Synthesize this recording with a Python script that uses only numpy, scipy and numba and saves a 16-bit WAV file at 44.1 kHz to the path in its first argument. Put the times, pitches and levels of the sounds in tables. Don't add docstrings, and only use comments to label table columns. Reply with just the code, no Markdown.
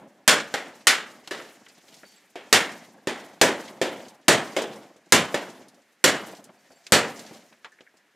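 import sys
import numpy as np
from numba import njit
from scipy import signal
from scipy.fft import rfft, irfft
from scipy.io import wavfile
from scipy.ndimage import uniform_filter1d, minimum_filter1d

SR = 44100
rng = np.random.default_rng(int(sys.argv[2]) if len(sys.argv) > 2 else 0)


def invert_db(x):
    u = np.asarray(x, float) / 20
    return 10 ** u


def master(y):
    cut = np.clip(np.atleast_2d(y).T, -1, 1)
    pcm = np.round(cut * 32767)
    wavfile.write(sys.argv[1], SR, pcm.astype(np.int16))


N = 359415

# (time [s], peak level [dB], boom level [dB], low mode [Hz], middle mode [Hz])
BLOWS = [(0.2777, 2, -11, 792, 1834), (0.54, -18, -6, 807, 1560), (0.8699, 0, -17, 766, 1460),
         (1.3097, -23.5, -6, 362, 1727), (2.3561, -34, -3, 375, 689), (2.5271, 1, -9.5, 433, 1852),
         (3.0721, -19.5, -1, 385, 1810), (3.4137, -2.5, -3, 640, 1830), (3.8149, -16, 0, 409, 1780),
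         (4.2819, 0, -4.5, 670, 2256), (4.565, -17.5, 1, 387, 2165), (5.1223, 2, -6, 521, 2076),
         (5.3429, -19, -0.5, 574, 1760), (6.0409, -0.5, -5, 522, 2424), (6.9215, 1, -6, 503, 2327)]
# (frequency [Hz], level per Hz [dB])
SHEET_SPECTRUM = [(24, -46), (40, -44.5), (211, -1.5), (367, 1), (485, 0), (1110, -5), (1580, -2),
                  (1800, 0), (2490, -4), (2970, -3), (3830, -3), (7180, 3), (14200, -14), (15300, -30),
                  (16500, -46)]
# (frequency [Hz], t60 [s])
SHEET_T60 = [(100, 0.45), (260, 0.53), (700, 0.62), (1840, 0.52), (4850, 0.34), (12800, 0.27)]
# (frequency [Hz], side minus mid level [dB])
PORTS = [(60, -31), (110, -31), (200, -42.5), (380, -48), (700, -32), (1290, -20), (2380, -18.5),
         (4400, -11.5), (8120, -10.5), (15000, -15)]
# (frequency [Hz], left minus right level [dB])
CAPSULE_LEAN = [(2200, 0), (4000, -1.2), (15000, -.9)]
# (frequency [Hz], level relative to the blow [dB], t60 [s])
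HEAD_MODES = [
    (4720, -53, .9),
    (6950, -50, .6),
]
# (time [s], peak level [dB], change per skip [dB])
GRAZES = [
    (2.049, -52, -2.5),
    (6.577, -65, -13),
    (6.7126, -58, -4),
]
# (time [s], peak level [dB], frequency [Hz], t60 [s])
TIPS = [
    (2.159, -54, 7660, 0.17),
    (6.7565, -56, 7500, 0.13),
]
# (time [s], peak level [dB], frequency [Hz], t60 [s])
CREAKS = [(2.9756, -47, 1650, 0.14), (6.6508, -51, 1840, 0.11), (7.7159, -43.5, 1750, 0.14),
          (7.7494, -55, 1730, 0.14), (7.8585, -41, 1700, 0.14), (7.87, -54, 1700, 0.17),
          (7.9843, -51, 1770, 0.098), (7.86, -45, 2130, 0.12), (7.8794, -54, 2125, 0.12),
          (3.919, -37, 544, 0.1), (3.999, -45.5, 521, 0.2), (4.096, -46, 841, 0.3),
          (6.696, -51.5, 682, 0.57), (6.739, -56, 672, 0.43)]
# (time [s], peak level [dB], centre frequency [Hz], low thud level [dB], width [octaves])
TAPS = [(0.8077, -43, 2040, -17, 1.1), (1.2747, -28, 3000, -17, 1.9), (1.3994, -28, 1340, -11, 0.99),
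        (1.6643, -39.5, 1980, -14, 0.86), (2.0325, -37, 1730, -5, 0.48), (2.4704, -63.5, 1910, -0.3, .95),
        (4.9598, -51.5, 1940, 3.5, 0.99), (6.4914, -48, 1733, -13, 0.66), (6.7048, -47.5, 1530, -0.5, 0.66),
        (6.8664, -29.5, 3920, -27, 1.2), (7.311, -49, 1920, 13, .8), (7.5262, -43.5, 1820, -21, 1.1),
        (7.6457, -26.5, 1500, -28, 0.98), (7.7866, -45, 1930, -13, .4), (7.8072, -42, 2600, -3, .9),
        (7.9402, -60, 1517, 7, .8)]
# (time [s], peak level [dB], centre frequency [Hz])
BITS = [(0.3994, -23, 3400), (0.9453, -30, 3350), (1.449, -45, 3400), (1.6984, -47.5, 3490),
        (1.7794, -50, 3640), (1.8826, -45.5, 3340), (1.942, -42.5, 6100), (2.718, -40, 8070),
        (2.849, -65, 3500), (3.199, -41, 3960), (3.6524, -40, 5150), (3.679, -35, 3200),
        (4.0512, -44.5, 3300), (4.0833, -40, 6360), (4.4726, -38, 4280), (4.6194, -27.5, 6010),
        (4.7588, -44, 6370), (5.4994, -42.5, 6780), (5.5494, -50, 5570), (5.6835, -45, 7090),
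        (7.646, -43, 4200), (6.349, -43.5, 5690), (6.3685, -45, 6760), (6.4413, -40, 9000),
        (7.1935, -32.5, 5910), (7.2208, -46, 6660), (7.2634, -39, 4770), (7.3467, -42, 4350)]
# (time [s], peak level [dB])
CRUMBS = [(0.811, -50), (1.6847, -43.5), (1.967, -47), (2.1194, -50), (4.213, -58.5), (4.964, -52.5),
          (5.0598, -57.5), (5.0903, -57), (5.744, -52), (5.819, -57), (5.9254, -60.5), (6.719, -51),
          (7.7194, -55), (7.9694, -53)]
# (time [s], level [dB])
STIR = [(0.0, -68), (.26, -79), (1.15, -72.5), (1.4, -50.5), (1.6, -63.5), (1.7, -63.5), (2.02, -58),
        (2.2, -63.5), (2.45, -75), (3.7, -63.5), (4.2, -72), (5.1, -68), (5.6, -66.5), (6.01, -73.5),
        (6.75, -66.5), (7.3, -52.5), (7.6, -71), (8.15, -76)]
# (frequency [Hz], level per Hz [dB])
HISS_SPECTRUM = [(710, -39), (1200, -5.5), (2040, 3.5), (2450, -0.5), (3430, -2), (6650, -3), (14500, -14),
                 (16000, -27.5)]
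# (frequency [Hz], level per Hz [dB])
MURMUR_SPECTRUM = [(24, -87), (40, -47), (91, -18.5), (220, 0), (482, -8), (539, -4), (769, -6.5),
                   (1230, -16), (1370, -17.5), (3500, -32), (4550, -63.5), (7700, -120)]
# (frequency [Hz], level per Hz [dB])
YARD_SPECTRUM = [(24, -67.5), (40, -34), (204, -2), (269, -4), (305, -1), (1300, -3.5), (1720, 2),
                 (4030, -12.5), (14100, -24), (16000, -40.5)]


def panels():
    s, db, boom_db = np.transpose(BLOWS)[:3]
    bright_db = -8.5 + 0.33 * db
    settled = np.clip(np.diff(s, prepend=0) / 0.33, 0, 1.25)
    length = 0.59 - .013 * db * settled
    thump_db = -18 + 1.6 * db + 0.93 * boom_db - 10.5 * (s < 1.5)
    hz, share_db = thicket(count=1400)
    low = np.clip(np.log2(1300 / hz), 0, 1)
    high = np.clip(np.log2(hz / 3200), 0, 1)
    deep = np.clip(np.log2(260 / hz), 0, 1)
    tint_db = np.outer(boom_db + 6.5, low - deep) + np.outer(bright_db - 0.5, high)
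    tint_db = tint_db + np.outer(thump_db + 31, deep)
    spread = np.clip(rng.standard_normal(len(hz)), -2, 2)
    crack = np.arange(len(hz)) % 4 == 0
    mode_t60 = 1.141 * at(SHEET_T60, hz) * np.exp(0.23 * spread) * np.where(crack, .22, 1)
    radiate_db = -2.5 * spread + (7 + 4 * high) * crack + 3.34
    mode_db = db[:, None] + tint_db + at(SHEET_SPECTRUM, hz) + share_db + radiate_db
    return strike(s, mode_db, hz, np.outer(length, mode_t60), chatter_s=.012, chatter_db=-36, wobble=1.3)


def overlap_buzz():
    return invert_db(1.1 * flurry(step=330))


def thicket(count):
    place = (np.arange(count) + rng.random(count)) / count
    hz = 50 + 16400 * place ** 1.5
    return hz, 10 * np.log10(place ** .5 / count + 1e-9)


def strike(starts, db, hz, t60, chatter_s, chatter_db, wobble):
    first = (starts * SR).astype(int)
    which = np.clip(np.searchsorted(first, np.arange(N), side="right") - 1, 0, None)
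    age = (np.arange(N) - first[which]) / SR
    push = invert_db(chatter_db) * np.exp(-np.abs(age) / chatter_s) * rng.laplace(size=N) * (age > 0)
    push[first] = 1
    pole = np.exp(2j * np.pi * hz / SR - np.log(1000) / (np.clip(t60, .01, 3) * SR))
    flex_hz = wobble * 9 * hz ** .25
    bend = np.exp(2j * np.pi * flex_hz / SR * rng.standard_normal((211, len(hz))))
    side = invert_db(at(PORTS, hz)) * rng.standard_normal(len(hz)) + (invert_db(at(CAPSULE_LEAN, hz) / 2) - 1)
    grip = rng.choice([-1, 1], db.shape) * invert_db(db + 2.0 * rng.standard_normal(db.shape))
    return resonate(push + 1e-18, which, grip, pole, bend, side)


@njit(fastmath=True)
def resonate(push, which, gain, pole, bend, side):
    out, a, b = np.zeros((2, len(push))), np.zeros(len(side)), np.zeros(len(side))
    c, s = np.zeros(len(side)), np.zeros(len(side))
    for i in range(len(push)):
        if i % 128 == 0:
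            p = pole[which[i]] * bend[i // 128 % len(bend)]
            c, s = p.real.copy(), p.imag.copy()
        g, m, d = gain[which[i]], 0., 0.
        for k in range(len(side)):
            a[k], b[k] = a[k] * c[k] - b[k] * s[k] + push[i] * g[k], a[k] * s[k] + b[k] * c[k]
            m += b[k]
            d += b[k] * side[k]
        out[0, i], out[1, i] = m + d, m - d
    return out


def single_modes():
    s, db, boom_db, low_hz, middle_hz = np.transpose(BLOWS)

    def rows(level_db, hz, t60):
        return np.transpose([s, level_db, hz + 0 * s, t60 + 0 * s])

    low = rows(0.5 + .75 * db + boom_db, low_hz, 0.11)
    middle = rows(-4 + 0.44 * db, middle_hz, .065)
    hollow = rows(0.5 + 0.87 * db + boom_db, 517, 0.054)
    slaps = hollow[db < -10]
    low_ring = rings(low, -8, rise_s=0.0011, split=0.035)
    middle_ring = rings(middle, -12.0, rise_s=0.00052, split=0.039)
    return low_ring + middle_ring + rings(slaps, -5.5, rise_s=0.00097, split=0.21)


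def rings(table, offset_db, rise_s, split, rough=0):
    out, t = np.zeros(N + SR), np.arange(SR) / SR
    for (s, db, hz, t60), (beat, turn) in zip(table, rng.random((len(table), 2))):
        twin_hz = hz * (1 + split * (0.25 + beat))
        pair = np.sin(2 * np.pi * hz * t) + 0.13 * np.sin(2 * np.pi * (twin_hz * t + turn))
        envelope = invert_db(db + offset_db - 60 * t / t60) * (1 - np.exp(-t / rise_s))
        out[int(s * SR):int(s * SR) + SR] += envelope * pair
    return out[:N] * (1 + rough * flurry(step=110)) / np.hypot(1, rough)


def hammer_head():
    struck = [(s, db + below_db, hz, t60) for s, db, *_ in BLOWS for hz, below_db, t60 in HEAD_MODES]
    skips = [(s + k * 0.035, db + k * fade_db, 4550, 0.34) for s, db, fade_db in GRAZES for k in range(4)]
    ringing = rings(struck, 0, rise_s=.002, split=.004, rough=.8)
    return ringing + rings(skips + TIPS, -3, rise_s=.002, split=.006, rough=.6)


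def creaks():
    return rings(CREAKS, -3.5, rise_s=.008, split=.04, rough=1.5)


def ticks():
    crumbs = [(*crumb, 6500) for crumb in CRUMBS]
    rows = [(*tap, 0.062) for tap in TAPS]
    # thud [dB], width [octaves], t60 [s]
    rows += [(*bit, -25.5, 1, .12) for bit in BITS + crumbs]
    s, db, centre, thud_db, octaves, t60 = np.array(sorted(rows)).T[:, :, None]
    hz, share_db = thicket(count=500)
    width = np.clip(octaves, .15, 3)
    patch = invert_db(-6 * (np.log2(hz / centre) / width) ** 2 - 9.3 * np.log10(width))
    thud = invert_db(thud_db + 11 - 7.9 * np.log2(hz / 400) ** 2)
    edge_db = -9 * (hz / 11000) ** 2 - 9 * np.clip(np.log2(220 / hz), 0, None)
    mode_db = db + 20 * np.log10(patch + thud + 1e-4) + edge_db + share_db + 4.0
    mode_t60 = t60 * (1500 / hz) ** 0.27
    return strike(s[:, 0], mode_db, hz, mode_t60, chatter_s=0.0056, chatter_db=-32, wobble=1.6)


def dirt_hiss():
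    grains, shared = 0, flurry(step=700)
    for edges_hz in [(800, 2500), (2500, 4500), (4500, 8000), (8000, 17000)]:
        grain_db = 2.6 * np.minimum(rng.exponential(size=N), 7)
        patter = rng.standard_normal(N) * invert_db(grain_db + 1.5 * shared + 2.5 * flurry(step=1100))
        band = signal.butter(2, edges_hz, "band", fs=SR, output="sos")
        grains = grains + signal.sosfilt(band, patter)
    thrown = after_blows(BLOWS, full_db=-48.5, per_db=0.38, per_boom=0.47, peak_s=0.1972, abrupt=2.95)
    return colour(grains, HISS_SPECTRUM) * np.hypot(stirring(), thrown)


def sheet_murmur():
    sway = rng.standard_normal(N) * invert_db(3.5 * flurry(step=900))
    blows = [(-0.22, -11, -6)] + BLOWS
    swaying = after_blows(blows, full_db=-40, per_db=0.43, per_boom=0.67, peak_s=0.1525, abrupt=1.46)
    return colour(sway, MURMUR_SPECTRUM) * np.hypot(invert_db(-1.0) * stirring(), swaying)


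def stirring():
    return invert_db(np.interp(np.arange(N) / SR, *np.transpose(STIR)))


def after_blows(blows, full_db, per_db, per_boom, peak_s, abrupt):
    t, power = np.arange(N) / SR, 0
    for s, db, boom_db, *_ in blows:
        age = np.clip(t - s, 0, None) / (peak_s * invert_db(0.08 * db))
        swell = age * np.exp((1 - age ** abrupt) / abrupt)
        power = power + (invert_db(full_db + per_db * db + per_boom * boom_db) * swell) ** 2
    return np.sqrt(power)


def flurry(step):
    return uniform_filter1d(np.repeat(rng.standard_normal(N // step + 1), step)[:N], step // 2)


def yard():
    return invert_db(-67.5) * colour(rng.standard_normal(N), YARD_SPECTRUM)


def colour(x, table):
    hz = np.maximum(np.arange(N // 2 + 1) * SR / N, 1)
    mid = irfft(rfft(x) * invert_db(at(table, hz)), N)
    side = irfft(rfft(mid) * invert_db(at(PORTS, hz)) * np.exp(1j * hz / 30), N)
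    return np.array([mid + side, mid - side]) / mid.std()


def at(table, hz):
    points = np.array(table)
    return np.interp(np.log(hz), np.log(points[:, 0]), points[:, 1])


def scene():
    crash = panels() * overlap_buzz()
    steel = single_modes() + hammer_head() + creaks()
    debris = ticks() + dirt_hiss() + sheet_murmur()
    return crash + steel + debris + yard()


def band_limit(x):
    return signal.sosfilt(signal.butter(12, 17000, fs=SR, output="sos"), x)


def record(dry):
    cut = signal.sosfilt(signal.butter(3, 95., "high", fs=SR, output="sos"), dry)
    peak = -minimum_filter1d(-np.abs(cut).max(axis=0), size=129)
    held = signal.lfilter([.004], [1, -.996], peak)
    limited = cut * np.minimum(1, .35 / (held + 1e-9)) ** .3
    rounded = .72 * np.tanh(1.55 * limited)
    mix = signal.sosfilt(signal.butter(10, 15700., fs=SR, output="sos"), rounded)
    return band_limit(mix)


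dry = scene()
out = record(dry)
master(out)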